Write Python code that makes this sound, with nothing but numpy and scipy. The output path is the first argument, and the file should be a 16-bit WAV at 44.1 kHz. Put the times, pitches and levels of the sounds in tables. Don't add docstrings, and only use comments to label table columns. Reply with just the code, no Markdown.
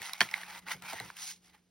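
import sys
import numpy as np
from scipy import signal
from scipy.fft import rfft, irfft, next_fast_len
from scipy.io import wavfile
from scipy.ndimage import uniform_filter1d, minimum_filter1d

SR = 44100
rng = np.random.default_rng(int(sys.argv[2]) if len(sys.argv) > 2 else 0)


def dump(signal):
    limited = np.clip(np.atleast_2d(signal).T, -1, 1)
    pcm = np.round(limited * 32767).astype(np.int16)
    wavfile.write(sys.argv[1], SR, pcm)


def boost_factor(decibels):
    exponent = np.asarray(decibels, float) / 20
    return 10 ** exponent


N = 74970

# t/s, level/dB
HUM_LEVEL = [(0, -75.5), (.35, -65.5), (.85, -61.5), (1.25, -70.5), (1.55, -70.5), (1.7, -77)]
# f/Hz, level/dB
ROOM_TONE = [(25, -12), (60, -6), (100, -9.5), (250, -11.5), (400, -13), (1000, -24.5), (5000, -27),
             (16000, -36)]
# t/s, level/dB
STROKES = [
    [(0, -46), (.014, -52), (.03, -44), (.06, -41.5), (.11, -46), (.2, -52.5), (.216, -31), (.24, -42),
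     (.27, -49.5), (.308, -52)],
    [(.35, -45), (.41, -47.5), (.45, -51.5), (.53, -46.5), (.595, -48.5), (.605, -64.5), (.655, -65)],
    [(.668, -50), (.69, -42), (.72, -35.5), (.74, -41.5), (.76, -55.5), (.81, -67.5)],
    [(.825, -49.5), (.86, -45.5), (.905, -39.5), (.95, -47), (.97, -43), (.996, -53), (1.01, -48),
     (1.03, -50.5), (1.06, -49.5), (1.15, -61.5)],
    [(1.163, -54.5), (1.168, -48), (1.2, -46), (1.25, -40), (1.28, -40.5), (1.315, -41.5), (1.35, -57),
     (1.405, -76)],
    [(1.45, -62.5), (1.5, -64.5), (1.522, -71), (1.545, -59), (1.58, -72.5), (1.62, -83.5), (1.7, -83)],
]
# t/s, speed (0 slow and dull, 1 fast and bright)
SPEED = [(0, 0.34), (.06, 0.51), (.12, 0.39), (.4, .3), (.53, 0.24), (.62, 0.36), (.668, 0.092),
         (.73, 0.46), (.8, 0.42), (.83, 0.11), (.9, 0.41), (1.05, 0.4), (1.15, 0.45), (1.25, 0.99),
         (1.33, 1), (1.45, 0.72), (1.55, 0.2), (1.7, 1.13)]
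# f/Hz, level/dB
SLOW_SHEET = [(120, -26), (600, -8), (800, 1.5), (1150, -2), (2000, -0.7), (3500, -12.5), (7000, -20.5),
              (16000, -20)]
# f/Hz, level/dB
FAST_SLIDE = [(150, -39), (600, -28.5), (820, -11.5), (1150, -14.5), (4500, -4.5), (6200, -0.5),
              (9000, -7.5), (16000, -17.5)]
# f/Hz, width/Hz, level/dB
HAND_MODES = [(849, 150, -5), (1439, 250, -8), (2100, 320, 0)]
# t/s, level/dB against the slide
HAND_OPENING = [(0, -12), (.25, -12), (.45, -10), (.6, -12), (.72, -10), (.85, -9), (1.05, -9), (1.17, -22),
                (1.42, -24), (1.55, -8), (1.7, -20)]
# t/s, peak level/dB, f/Hz, t60/s
BUMPS = [(.004, -55, 170, 0.09), (0.21, -39.5, 207, 0.083), (0.214, -52, 129, 0.053),
         (0.247, -53, 130, 0.069), (0.744, -54.5, 153, 0.13), (0.831, -57, 152, 0.058),
         (0.937, -47.5, 475, 0.034), (0.947, -64, 80, 0.12), (1.005, -52, 127.2, 0.21),
         (1.045, -59.5, 170, 0.21)]
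# f/Hz, level/dB
PUFF_COLOUR = [(30, -25), (110, -0.5), (250, -10), (500, -7.5), (900, -33.5)]
# t/s, peak level/dB
TICKS = [(.0178, -31), (.134, -32.5), (0.2074, -25.5), (.2135, -32), (.3125, -39), (.3405, -36),
         (.592, -41), (.638, -56), (0.823, -39.5), (.932, -35), (1, -32), (1.168, -41)]
# f/Hz, level/dB
TICK_COLOUR = [(2000, -25.5), (5500, -6), (9000, 3.5), (13000, -0.5), (16500, -6.5)]
# t/s, peak level/dB, ring f/Hz, crack level/dB against the ring, ring t60/s
SNAPS = [(.018, -33, 1890, 0, 0.01), (0.094, -39, 1010, 8.5, 0.016), (.227, -32, 3200, -8, .012),
         (.232, -32, 1750, -12, 0.024), (0.289, -34, 2060, -4, 0.01), (0.3125, -33.5, 5300, -3, 0.01),
         (.315, -38, 1900, -15, .012), (0.361, -37, 2220, -6, 0.02), (.433, -31.5, 1806, -32, 0.011),
         (0.666, -37, 1484, -6, 0.032), (0.684, -31, 2150, 1, .012), (.712, -33.5, 1040, -23, 0.012),
         (.722, -33, 2110, -17, .012), (.734, -35.5, 1510, -6, 0.013), (.822, -46, 2890, 12, 0.023),
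         (.9255, -38, 826, -21, 0.05), (.9315, -39, 2100, 1, .012), (.933, -32.5, 750, -10, 0.023),
         (.9375, -35.5, 698, -15, 0.032), (.9845, -36.5, 1860, -20, .02), (.992, -37.5, 2120, -8, 0.034),
         (1.005, -34, 786, -30, 0.025), (1.168, -41.5, 3070, -0.5, 0.014)]
# ratio to the ring, level/dB
PARTNERS = [(.55, -16), (1.32, -11), (1.95, -13)]
# f/Hz, level/dB
CRACK_COLOUR = [(500, -13), (2000, 3.5), (5500, -7), (8000, -10.5), (11000, -18.5), (16000, -27.5)]
# f/Hz, level/dB, t60/s
FOLDS = [
    ((.1336, -27, 4.3), [(1070, -17.5, 0.011), (2300, -10.5, .008), (3940, 0, 0.0057), (4780, -9.5, .007), (5460, -1.5, .006), (8420, -4, .004), (11300, -2, 0.0033)]),
    ((.2065, -12.5, 3), [(800, -13, .012), (1100, -13, .01), (1660, -1, .016), (2354, 0, 0.0045), (3120, -1.5, .005), (3750, -8, .005), (4410, -3.5, .005), (5760, -5.5, 0.0039), (6350, -10.5, 0.0045), (8900, -8, 0.0042)]),
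    ((.2132, -15, 2.6), [(690, -14, .025), (1020, -13, 0.023), (1454, -4.5, 0.021), (1777, -1, 0.025), (2150, -5.5, 0.02), (3200, -3, .012), (4445, -3.5, .016), (5640, -7.5, 0.011)]),
    ((.3401, -17, 2.13), [(890, -25.5, 0.018), (2110, 1.5, .009), (3180, -21, 0.011), (3927, -13.5, 0.015), (5100, -18, .005)]),
    ((.9995, -29.5, 5), [(1990, 0, 0.0098), (2800, -12.5, 0.011), (4040, -3.5, 0.011), (6250, -17, .01)]),
    ((1.1015, -35, 1.73), [(980, -2.5, 0.01), (1580, 0, .008), (2300, -6.5, 0.009), (3440, -22, .008), (4790, -18, .006)]),
]
# f/Hz, left lead/rad
STEREO_LEAD = [(200, 0), (450, 1.1), (800, .3), (1650, 0), (4100, .6), (5150, 0), (7280, 3.14), (10600, 6.28),
               (13500, 9.42), (16500, 12.5)]
# f/Hz, left over right level/dB
STEREO_LEAN = [(150, -.5), (450, -.7), (740, -2.5), (1500, -.1), (3300, -1.6), (4500, -2.5), (5300, 0)]
# f/Hz, share unrelated between the channels
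STEREO_SCATTER = [(200, .05), (350, 0.96), (700, .15), (1500, 0.11), (4000, 0.75), (5200, 0.13),
                  (16000, 0.22)]
# f/Hz, level/dB
WEAK_SIDE = [(1000, -30), (1500, -15), (5000, -14), (7000, -6), (10500, -5), (13500, -2.5)]


def read(points, hz):
    f, v = np.transpose(points)
    return np.interp(np.log(hz + 1), np.log(f + 1), v)


def curve(points, x):
    return np.interp(x, *np.transpose(points))


def evened(x):
    return x / np.sqrt(np.mean(abs(x) ** 2) + 1e-20)


def colour(x, points):
    return irfft(rfft(x) * boost_factor(read(points, np.fft.rfftfreq(len(x), 1 / SR))), len(x))


def coloured_noise(t, points):
    return evened(colour(rng.standard_normal(len(t)), points))


def add(mix, s, sound):
    part = mix[round(s * SR):][:len(sound)]
    part += sound[:len(part)]


def swell(t, rise):
    return np.sin(np.pi / 2 * np.minimum(t / rise, 1)) ** 2


def ring(hz, t60, rise, t, turn=0, sag=0, sag_s=1):
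    turns = hz * (t + sag * sag_s * (1 - np.exp(-t / sag_s))) + turn
    return swell(t, rise) * boost_factor(-60 * t / t60) * np.sin(2 * np.pi * turns)


def background():
    hum_hz, width_hz, sine_share = 180, 14, .75
    tone_db, tone_follow = -71, .7
    t = np.arange(N) / SR
    f = np.fft.rfftfreq(N, 1 / SR)
    fuzz = evened(irfft(rfft(rng.standard_normal(N)) / (1 + ((f - hum_hz) / width_hz) ** 2), N))
    sine = np.sqrt(2) * np.sin(2 * np.pi * hum_hz * t)
    hum = sine_share * sine + (1 - sine_share) * fuzz
    hum_db = curve(HUM_LEVEL, t)
    level = tone_db + tone_follow * (hum_db - hum_db.mean())
    return hum * boost_factor(hum_db) + coloured_noise(t, ROOM_TONE) * boost_factor(level)


def cupped_hands(drive):
    wander = .07
    out = np.zeros(N)
    for hz, width, db in HAND_MODES:
        noise = rng.standard_normal(N)
        drift = evened(uniform_filter1d(uniform_filter1d(noise, size=2500), size=2500))
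        turn = np.exp(2j * np.pi * np.cumsum(hz * (1 + wander * drift)) / SR)
        r = np.exp(-np.pi * width / SR)
        mode = turn * signal.lfilter([1], [1, -2 * r, r * r], drive / turn)
        out += boost_factor(db) * evened(mode.real)
    return out * boost_factor(curve(HAND_OPENING, np.arange(N) / SR))


def rub():
    grains_per_s, spread_db, largest, grain_share = 1500, 4, 3, .33
    grain_decay_s, patch_db, flicker_db = .00055, -1, 2
    size = boost_factor(spread_db * np.minimum(rng.exponential(1, N), largest))
    slips = size * (rng.random(N) < grains_per_s / SR)
    envelope = signal.lfilter([1], [1, -np.exp(-1 / (grain_decay_s * SR))], slips)
    grains = evened(envelope * rng.standard_normal(N))
    drive = grain_share * grains + (1 - grain_share) * rng.standard_normal(N)

    hz, ft, z = signal.stft(drive, SR, nperseg=256, noverlap=192)
    noise = rng.standard_normal(z.shape)
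    patch = evened(uniform_filter1d(uniform_filter1d(noise, size=3, axis=0), size=8, axis=1))
    flicker = evened(uniform_filter1d(rng.standard_normal(len(ft)), size=4))
    speed = np.clip(curve(SPEED, ft), 0, 1.2)
    shape = boost_factor(np.outer(read(SLOW_SHEET, hz), 1 - speed) + np.outer(read(FAST_SLIDE, hz), speed))
    shape = shape / np.sqrt((shape ** 2).mean(0))
    z = z * shape * boost_factor(patch_db * patch + flicker_db * flicker)
    slide = signal.istft(z, SR, nperseg=256, noverlap=192)[1][:N]
    pressure_db = curve(np.concatenate(STROKES), np.arange(N) / SR)
    return evened(evened(slide) + cupped_hands(drive)) * boost_factor(pressure_db)


def bumps():
    rise_s, sag, sag_s, puff_share = .008, .35, .015, .8
    out, t = np.zeros(N), np.arange(8192) / SR
    for s, db, hz, t60 in BUMPS:
        swing = ring(hz / (1 + sag / 2), t60, rise_s, t, 0, sag, sag_s)
        puff = coloured_noise(t, PUFF_COLOUR) * np.minimum(t / rise_s, 1) * boost_factor(-60 * t / t60)
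        add(out, s, 2 * boost_factor(db) * (swing + puff_share * puff))
    return out


def ticks():
    rise_s, t60 = .0005, .007
    out, t = np.zeros(N), np.arange(1024) / SR
    for s, db in TICKS:
        envelope = boost_factor(db - 60 * t / t60) * np.minimum(t / rise_s, 1)
        add(out, s, envelope * coloured_noise(t, TICK_COLOUR))
    return out


def snaps():
    rise_s, crack_t60, sag, sag_s = .00093, .0089, .2, .00062
    out, t = np.zeros(N), np.arange(2048) / SR
    for s, db, hz, crack_db, t60 in SNAPS:
        body = ring(hz, t60, rise_s, t, 0, sag, sag_s)
        for ratio, partner_db in PARTNERS:
            body += boost_factor(partner_db) * ring(hz * ratio, t60, rise_s, t, rng.random())
        envelope = np.minimum(t / rise_s, 1) * boost_factor(-60 * t / crack_t60)
        crack = coloured_noise(t, CRACK_COLOUR) * envelope
        add(out, s, boost_factor(db) * (body / abs(body).max() + boost_factor(crack_db) * crack))
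    return out


def folds():
    out, t = np.zeros(N), np.arange(2048) / SR
    for (s, peak_db, turns), modes in FOLDS:
        for hz, db, t60 in modes:
            rise = turns / hz
            envelope = swell(t, rise) * boost_factor(-60 * np.maximum(t - rise, 0) / t60)
            add(out, s, boost_factor(peak_db + db) * envelope * np.sin(2 * np.pi * (hz * t + rng.random())))
    return out


def room(x):
    level_db, t60, rise_s = -20, .08, .015
    t = np.arange(8000) / SR
    tail = rng.standard_normal(len(t)) * boost_factor(-60 * t / t60) * np.minimum(t / rise_s, 1)
    return boost_factor(level_db) * signal.fftconvolve(x, tail / np.linalg.norm(tail))[:N]


def scene():
    paper, edge = rub() + snaps() + folds(), ticks()
    centre = paper + room(paper + edge) + bumps() + background()
    return np.array([centre + edge, centre + np.roll(edge, 3)])


def spread(x):
    f, _, z = signal.stft(x.mean(0), SR, nperseg=256, noverlap=192)
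    a, b = uniform_filter1d(rng.standard_normal((z.shape[1], len(f), 2)), size=4, axis=0).T
    scatter = z * evened(a + 1j * b) * read(STEREO_SCATTER, f)[:, None]
    own = signal.istft(scatter, SR, nperseg=256, noverlap=192)[1][:N]
    size = next_fast_len(N + 4096)
    f = np.fft.rfftfreq(size, 1 / SR)
    half = np.exp(.5j * curve(STEREO_LEAD, f)) * boost_factor(.5 * read(STEREO_LEAN, f))
    return irfft(rfft([x[0] + own, x[1] - own], size) * np.array([half, 1 / half]), size)[:, :N]


def thin(pair):
    steady_top_hz, click_top_hz, click_crest_db, waver_db = 15900, 16600, 7.2, 2.2
    frame = dict(nperseg=2048, noverlap=1024, window="cosine")
    f, t, z = signal.stft([pair[0] + pair[1], pair[0] - pair[1]], SR, **frame)
    band = np.arange(len(f)) // 32
    power = np.array([[np.bincount(band, p) for p in abs(c.T) ** 2] for c in z])
    power = power[:, :, band].transpose(0, 2, 1) + 1e-30
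    noise = rng.standard_normal((len(t), band[-1] + 1))
    waver = waver_db * evened(uniform_filter1d(noise, size=3, axis=0)).T[band]
    limit = boost_factor(2 * (read(WEAK_SIDE, f)[:, None] + waver))
    drop = (power < power[::-1] * limit) | (f[:, None] > steady_top_hz)

    fizz = uniform_filter1d(np.diff(pair[0], 2, prepend=[0, 0]) ** 2, size=64)
    jump = -minimum_filter1d(-fizz / (uniform_filter1d(fizz, size=1500) + 1e-20), size=500)
    click = uniform_filter1d(1. * (jump > boost_factor(2 * click_crest_db)), size=128)
    keep = np.array([~drop, drop & (f[:, None] < click_top_hz)])
    kept, rest = signal.istft(z * keep, SR, **frame)[1][..., :N]
    m, s = kept + click * rest
    return np.array([m + s, m - s]) / 2


def low_pass(x):
    return signal.sosfilt(signal.butter(12, 16800, fs=SR, output="sos"), x)


def record(dry):
    low_cut_hz = 52
    cut = signal.lfilter(*signal.butter(2, low_cut_hz, "high", fs=SR), dry)
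    mix = thin(spread(cut))
    return low_pass(mix)


dry = scene()
out = record(dry)
dump(out)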